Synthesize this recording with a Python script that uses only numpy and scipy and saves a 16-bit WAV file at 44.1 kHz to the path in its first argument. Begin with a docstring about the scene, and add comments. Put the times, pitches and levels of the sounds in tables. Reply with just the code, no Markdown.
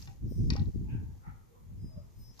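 """Drawing an arrow from a quiver

In a quiet yard a wooden arrow scrapes out of a back quiver. It knocks against the others, exciting
bending modes of the shafts and the quiver's hollow note, then swishes softly down to the bow.
Eddies in the light wind rumble on the microphone ports; faint, thin whistles come and go."""
import sys
import numpy as np
from scipy import signal
from scipy.fft import rfft, irfft
from scipy.io import wavfile
from scipy.ndimage import uniform_filter1d

SR = 44100
rng = np.random.default_rng(int(sys.argv[2]) if len(sys.argv) > 2 else 0)


def output_pcm(signal):
    """Save a mono or channel-first signal as 16-bit PCM at the path in sys.argv[1].

    Samples are clipped to [-1, 1] before scaling.
    """
    pcm = np.clip(np.atleast_2d(signal).T, -1, 1) * 32767
    wavfile.write(sys.argv[1], SR, np.round(pcm).astype(np.int16))


N = 105840
T = np.arange(N) / SR

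# Shaft impacts: t/s, click level/dB, click f/Hz, relative ring level/dB, quiver level/dB, left-right/dB
IMPACTS = [(.0238, -40, 4900, -63, -77, 3), (0.0265, -42, 5500, -75, -79, 4),
           (.0352, -51.5, 6200, -72, -77, 3.5), (.0742, -54, 5030, -54, -55, 5.5),
           (.5033, -22, 4720, -42, -66, 6), (.5062, -34, 4940, -60, -78, 5.5),
           (0.504, -35, 2520, -58, -65, 3.5), (0.528, -43.5, 3700, -53, -67, 4.5),
           (.5354, -36, 5400, -51, -56.5, 4.5), (.5550, -50, 1100, -69, -61, 13),
           (.5641, -33.5, 5100, -52.5, -44, 4.5), (0.564, -45, 1220, -56, -70, 0),
           (.5775, -48, 4420, -59, -48, -4), (.5955, -40.5, 4000, -67, -59, 1),
           (.6212, -51, 3810, -70, -64, 5), (.6572, -55.5, 4050, -78, -81, 6),
           (2.3770, -51.5, 4400, -74, -80, 3), (2.3927, -45, 970, -66, -64, 2),
           (2.3936, -39.5, 5360, -64, -66, 3)]
# Bending modes of the shafts: f/Hz, relative level/dB, T60/s
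SHAFT_MODES = [(942.7, -1.5, 0.063), (1113, -6.5, 0.095), (1280, -9, 0.0475), (1523, -4, 0.056),
               (1900, 3.5, 0.064), (2300, -2, 0.073), (2544, 2.5, 0.024), (2780, 2.5, 0.05),
               (3580, 4.5, 0.026), (4130, -2, .035), (4770, 1.5, 0.029), (5286, 1, 0.042), (5730, -1, .025)]
# Envelope of shaft rubbing on shaft: t/s, level/dB
SCRAPE_ENVELOPE = [(0, -59.5), (.04, -60), (.075, -66), (.12, -69), (.2, -79), (.33, -75), (.43, -69.5),
                   (.49, -68), (.58, -70), (.64, -73), (.76, -75.5), (1.3, -81), (1.5, -93), (2.12, -78),
                   (2.2, -77.5), (2.3, -80), (2.4, -64.5)]
# Spectrum of that friction: f/Hz, relative level/dB
SCRAPE_SPECTRUM = [(400, -21), (900, -8), (1600, -10), (2700, -6), (3400, -6), (4900, -0.5), (6800, 0),
                   (8800, -16), (13000, -9), (15000, -10.5)]
# Swishes of shaft, glove and sleeve: peak t/s, rise/s, T60/s, f/Hz, half-width/octaves, level/dB
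SWISH_BANDS = [(0.091, 0.0089, 0.21, 784.6, 0.042, -57.5), (.09, .012, 0.03, 1420, 0.225, -67.5),
               (.925, 0.037, 0.3656, 2520, 0.16, -62), (.95, 0.045, 0.53, 1596, 0.097, -63),
               (.92, 0.0514, 1.15, 874, 0.095, -62.5), (1.272, 0.023, 0.47, 835, 0.095, -57.5),
               (1.28, 0.047, 0.62, 1316, 0.123, -60.5), (1.29, .04, 0.37, 1940, 0.2, -64),
               (1.58, 0.036, 0.46, 1050, .15, -70), (1.56, 0.068, 0.46, 478.3, 0.074, -65.5),
               (1.93, .04, 0.8, 619, .08, -65.5), (1.972, 0.014, 0.16, 600, 0.084, -53.5),
               (2.0, 0.093, 0.8, 1200, .2, -75)]
# Spectrum of the yard's reverberation: f/Hz, gain/dB
YARD_SPECTRUM = [(300, -15), (900, 6.5), (2000, 7), (3200, 3), (4500, -1.5), (7000, -3.5), (14000, -4)]
# Envelope of the wind on the microphone: t/s, relative level/dB
GUST_ENVELOPE = [(0.0, -49), (0.07, -51.5), (0.09, -44.5), (0.14, -55), (0.2, -51), (0.24, -34.5),
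                 (0.34, -42), (0.41, -27), (0.41, -30), (0.54, -30.5), (0.57, -40), (0.6, -29),
                 (0.62, -26.5), (0.65, -41.5), (0.67, -30.5), (0.69, -32.5), (0.73, -54.5), (0.75, -34.5),
                 (0.91, -41), (0.94, -35), (1.14, -47.5), (1.25, -60.5), (1.27, -48), (1.28, -42),
                 (1.32, -50), (1.52, -67.5), (1.71, -48), (1.82, -45), (1.84, -39.5), (1.93, -55),
                 (1.97, -45.5), (2.14, -61.5), (2.18, -48.5), (2.23, -49), (2.25, -58), (2.3, -51),
                 (2.35, -64), (2.4, -61.5)]
# Spectrum of strong gusts: f/Hz, relative level/dB
STRONG_SPECTRUM = [(10, -30), (25, -9), (58, 1.5), (85, 0.5), (120, 0), (175, -7), (260, -13), (400, -25.5),
                   (600, -43), (1000, -67), (2500, -90)]
# Spectrum of weak gusts: f/Hz, relative level/dB
WEAK_SPECTRUM = [(10, -34.5), (25, -4), (55, 1.5), (105, 1), (165, -8), (250, -17.5), (400, -33),
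                 (600, -44.5), (1000, -59), (2500, -88)]
# Single sharp eddies: t/s, width/s, peak level/dB, left-right/dB
EDDIES = [(.243, .0018, -30, 8), (.314, .0012, -31.5, 8.5), (.322, 0.00071, -37.5, 12),
          (.405, 0.0019, -21.5, 1), (0.5244, 0.0012, -24.5, 8), (.555, 0.00065, -33.5, 11.5),
          (.615, 0.002, -23.5, 8), (.760, 0.0011, -29, 5), (.815, 0.001043, -33, 2.5),
          (.935, 0.0019, -30, -3), (.952, .0013, -28.5, 3.5), (1.282, .0019, -35.5, -4),
          (1.845, 0.0013, -36.5, 2), (1.977, 0.00194, -35.5, 5)]
# Thin whistles: peak t/s, rise/s, fall/s, f/Hz, bandwidth/Hz, level/dB
WHISTLE_BANDS = [(0.31, 0.033, 0.2, 5110, 46, -71), (0.4, 0.12, 0.18, 5830, 80, -72.5),
                 (0.337, 0.043, 0.13, 8700, 240, -75), (.36, .06, .08, 9350, 200, -82),
                 (0.314, .04, 0.075, 13470, 160, -71.5), (1.881, 0.074, 0.14, 5060, 20, -70),
                 (1.844, 0.054, 0.083, 8700, 120, -82.5), (2.29, 0.0873, 0.057, 5115, 22, -65.5),
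                 (2.3, 0.103, .08, 5830, 110, -75), (2.21, .05, 0.075, 8800, 320, -78),
                 (2.22, 0.057, .08, 13480, 150, -73)]
# Spectrum of the ambient hush: f/Hz, relative level/dB
AIR_SPECTRUM = [(150, 2.5), (480, -1.5), (650, -10), (900, -7), (1440, -17), (2000, -15), (2600, -19),
                (4500, -20.5), (5500, -20.5), (6500, -16), (8300, -24), (13500, -19), (14600, -19.5)]


def knock(click_db, click_hz, ring_db, hollow_db, pan_db):
    """Impact excitation: a brief contact burst leaves shafts and quiver in damped free vibration."""
    t = np.arange(SR // 4) / SR
    u = t * click_hz / 1.6  # the burst peaks after 1.6 cycles
    carrier = np.sin(2 * np.pi * click_hz * t) + 0.031 * rng.standard_normal(len(t))
    click = amp(click_db) * (u * np.exp(1 - u)) ** 2 * carrier
    click = click + reflections(click, t)
    ring = 0
    for hz, db, t60 in SHAFT_MODES:
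        mode_db = db + rng.standard_normal()
        ring += amp(mode_db - 60 * t / t60) * np.sin(2 * np.pi * (hz * t + rng.random()))
    ring *= amp(ring_db - 5) * (1 - np.exp(-u))
    hollow_hz, hollow_t60_s = 805.1, 0.11
    hollow = amp(hollow_db - 60 * t / hollow_t60_s) * np.sin(2 * np.pi * hollow_hz * t)
    return pan(pan_db) * (click + ring) + hollow


def reflections(click, t, delay_s=0.00095, decay_s=0.002):
    """Scattering: quiver, hat and shoulder return a dense cluster of early echoes."""
    late = np.maximum(t - delay_s, 0) / decay_s
    taps = rng.standard_normal((2, len(t))) * np.sqrt(late) * np.exp(-late)
    taps *= amp(-2.5) / np.linalg.norm(taps[0])
    return signal.fftconvolve(click[None], taps, axes=1)[:, :len(t)]


def rattle(delay_s=0.00023):
    """Path difference: each knock reaches the left port first and the right after a delay."""
    out = np.zeros((2, N))
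    for s, *impact in IMPACTS:
        sound = knock(*impact)
        span = out[:, round(s * SR):][:, :sound.shape[1]]
        span += sound[:, :span.shape[1]]
    f = np.fft.rfftfreq(N, 1 / SR)
    out[1] = irfft(rfft(out[1]) * np.exp(-2j * np.pi * f * delay_s), N)
    return out


def scrape(grain_db=2.5):
    """Sliding friction of wood on wood: broadband noise, made grainy by random amplitude modulation."""
    grain = unit(uniform_filter1d(rng.standard_normal(N), size=120))
    rub = noise(correlation=0.24) * amp(grain_db * grain)
    return unit(colour(rub, SCRAPE_SPECTRUM)) * amp(np.interp(T, *np.transpose(SCRAPE_ENVELOPE)))


def swishes():
    """Light friction of shaft, glove and sleeve: noise bands swell, then decay exponentially."""
    out = np.zeros((2, N))
    for s, rise, t60, hz, octaves, db in SWISH_BANDS:
        swell = np.exp(-(np.minimum(T - s, 0) / rise) ** 2)
        decay = amp(db - 60 * np.maximum(T - s, 0) / t60)
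        out += swell * decay * band(hz, hz * (2 ** octaves - 1), correlation=-0.24)
    return out


def yard(x, t60_s=0.31, onset_s=0.0064, echoes_per_s=3000):
    """Reverberation: reflections from fence and ground form a short, thin, exponential tail."""
    t = np.arange(SR // 2) / SR
    taps = rng.standard_normal((2, len(t))) * (rng.random((2, len(t))) < echoes_per_s / SR)
    tail = taps * amp(-60 * t / t60_s) * np.minimum(t / onset_s, 1)
    tail = colour(tail / np.linalg.norm(tail[0]), YARD_SPECTRUM)
    return amp(-12) * signal.fftconvolve(x, tail, axes=1)[:, :N]


def wind(weak_db=-49, strong_db=-32.5, window_s=0.04):
    """Turbulence: pressure fluctuates independently at each port; stronger gusts reach higher in pitch."""
    level_db = uniform_filter1d(np.interp(T, *np.transpose(GUST_ENVELOPE)), size=300)
    force = np.clip((level_db - weak_db) / (strong_db - weak_db), 0, 1)
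    pressure = noise(correlation=0)
    rumble = force * unit(colour(pressure, STRONG_SPECTRUM))
    rumble += (1 - force) * unit(colour(pressure, WEAK_SPECTRUM))
    power = signal.fftconvolve((rumble ** 2).mean(0), signal.windows.hann(int(window_s * SR)), "same")
    steady = unit(rumble / np.sqrt(abs(power) + 1e-9))  # leaves the envelope to set the loudness
    return steady * amp(level_db + 2.5) * pan(db=1.16)


def buffets():
    """Convection: an eddy carried across the ports gives one swing of pressure."""
    out = np.zeros((2, N))
    for s, width, db, pan_db in EDDIES:
        u = (T - s) / width
        out += amp(db) * pan(pan_db) * (u * u - 1) * np.exp(-u * u / 2)
    return out


def whistles():
    """Narrowband noise is heard as pitch: faint, steady-pitched tones fade in and out."""
    out = np.zeros((2, N))
    for s, rise, fall, hz, width, db in WHISTLE_BANDS:
        swell = np.exp(-((T - s) / np.where(T < s, rise, fall)) ** 2)
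        analytic = signal.hilbert(band(hz, width / 2, correlation=0.42))
        tone = unit(analytic.real / (abs(analytic) + 0.48))  # partly evens out the flutter
        out += amp(db) * swell * tone
    return out * pan(db=6)


def air():
    """Stationary noise, nearly uncorrelated between the ports: the hush of the yard."""
    return amp(-66.5) * unit(colour(noise(correlation=0.078), AIR_SPECTRUM))


def amp(db):
    """Amplitude ratio of a level in decibels."""
    return 10 ** (np.asarray(db) / 20)


def unit(x):
    """Normalisation to rms 1."""
    return x / np.sqrt(np.mean(x ** 2) + 1e-20)


def pan(db):
    """Left and right gains for a level difference."""
    return amp(np.array([[db], [-db]]) / 2)


def colour(x, spectrum):
    """Spectral shaping by points of f/Hz, gain/dB."""
    f, db = np.transpose(spectrum)
    hz = np.fft.rfftfreq(x.shape[-1], 1 / SR)
    gain = amp(np.interp(np.log(hz + 1), np.log(f), db))
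    return irfft(rfft(x) * gain, x.shape[-1])


def noise(correlation):
    """Partial coherence: two channels of white noise share a component."""
    a, b = rng.standard_normal((2, N))
    return np.array([a, correlation * a + np.sqrt(1 - correlation ** 2) * b])


def band(hz, half_width_hz, correlation):
    """Resonance: noise filtered by one Lorentzian peak."""
    f = np.fft.rfftfreq(N, 1 / SR)
    return unit(irfft(rfft(noise(correlation)) / (1 + ((f - hz) / half_width_hz) ** 2), N))


def scene():
    """Superposition of the arrow's sounds, their reverberation and the background."""
    knocks = rattle()
    return knocks + yard(knocks) + scrape() + swishes() + whistles() + wind() + buffets() + air()


def record(dry):
    """Band limiting: a low-pass filter removes the highest treble."""
    lowpass = signal.firwin(511, cutoff=14600, window=("kaiser", 9), fs=SR)
    return signal.oaconvolve(dry, lowpass[None], "same")


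dry = scene()
out = record(dry)
output_pcm(out)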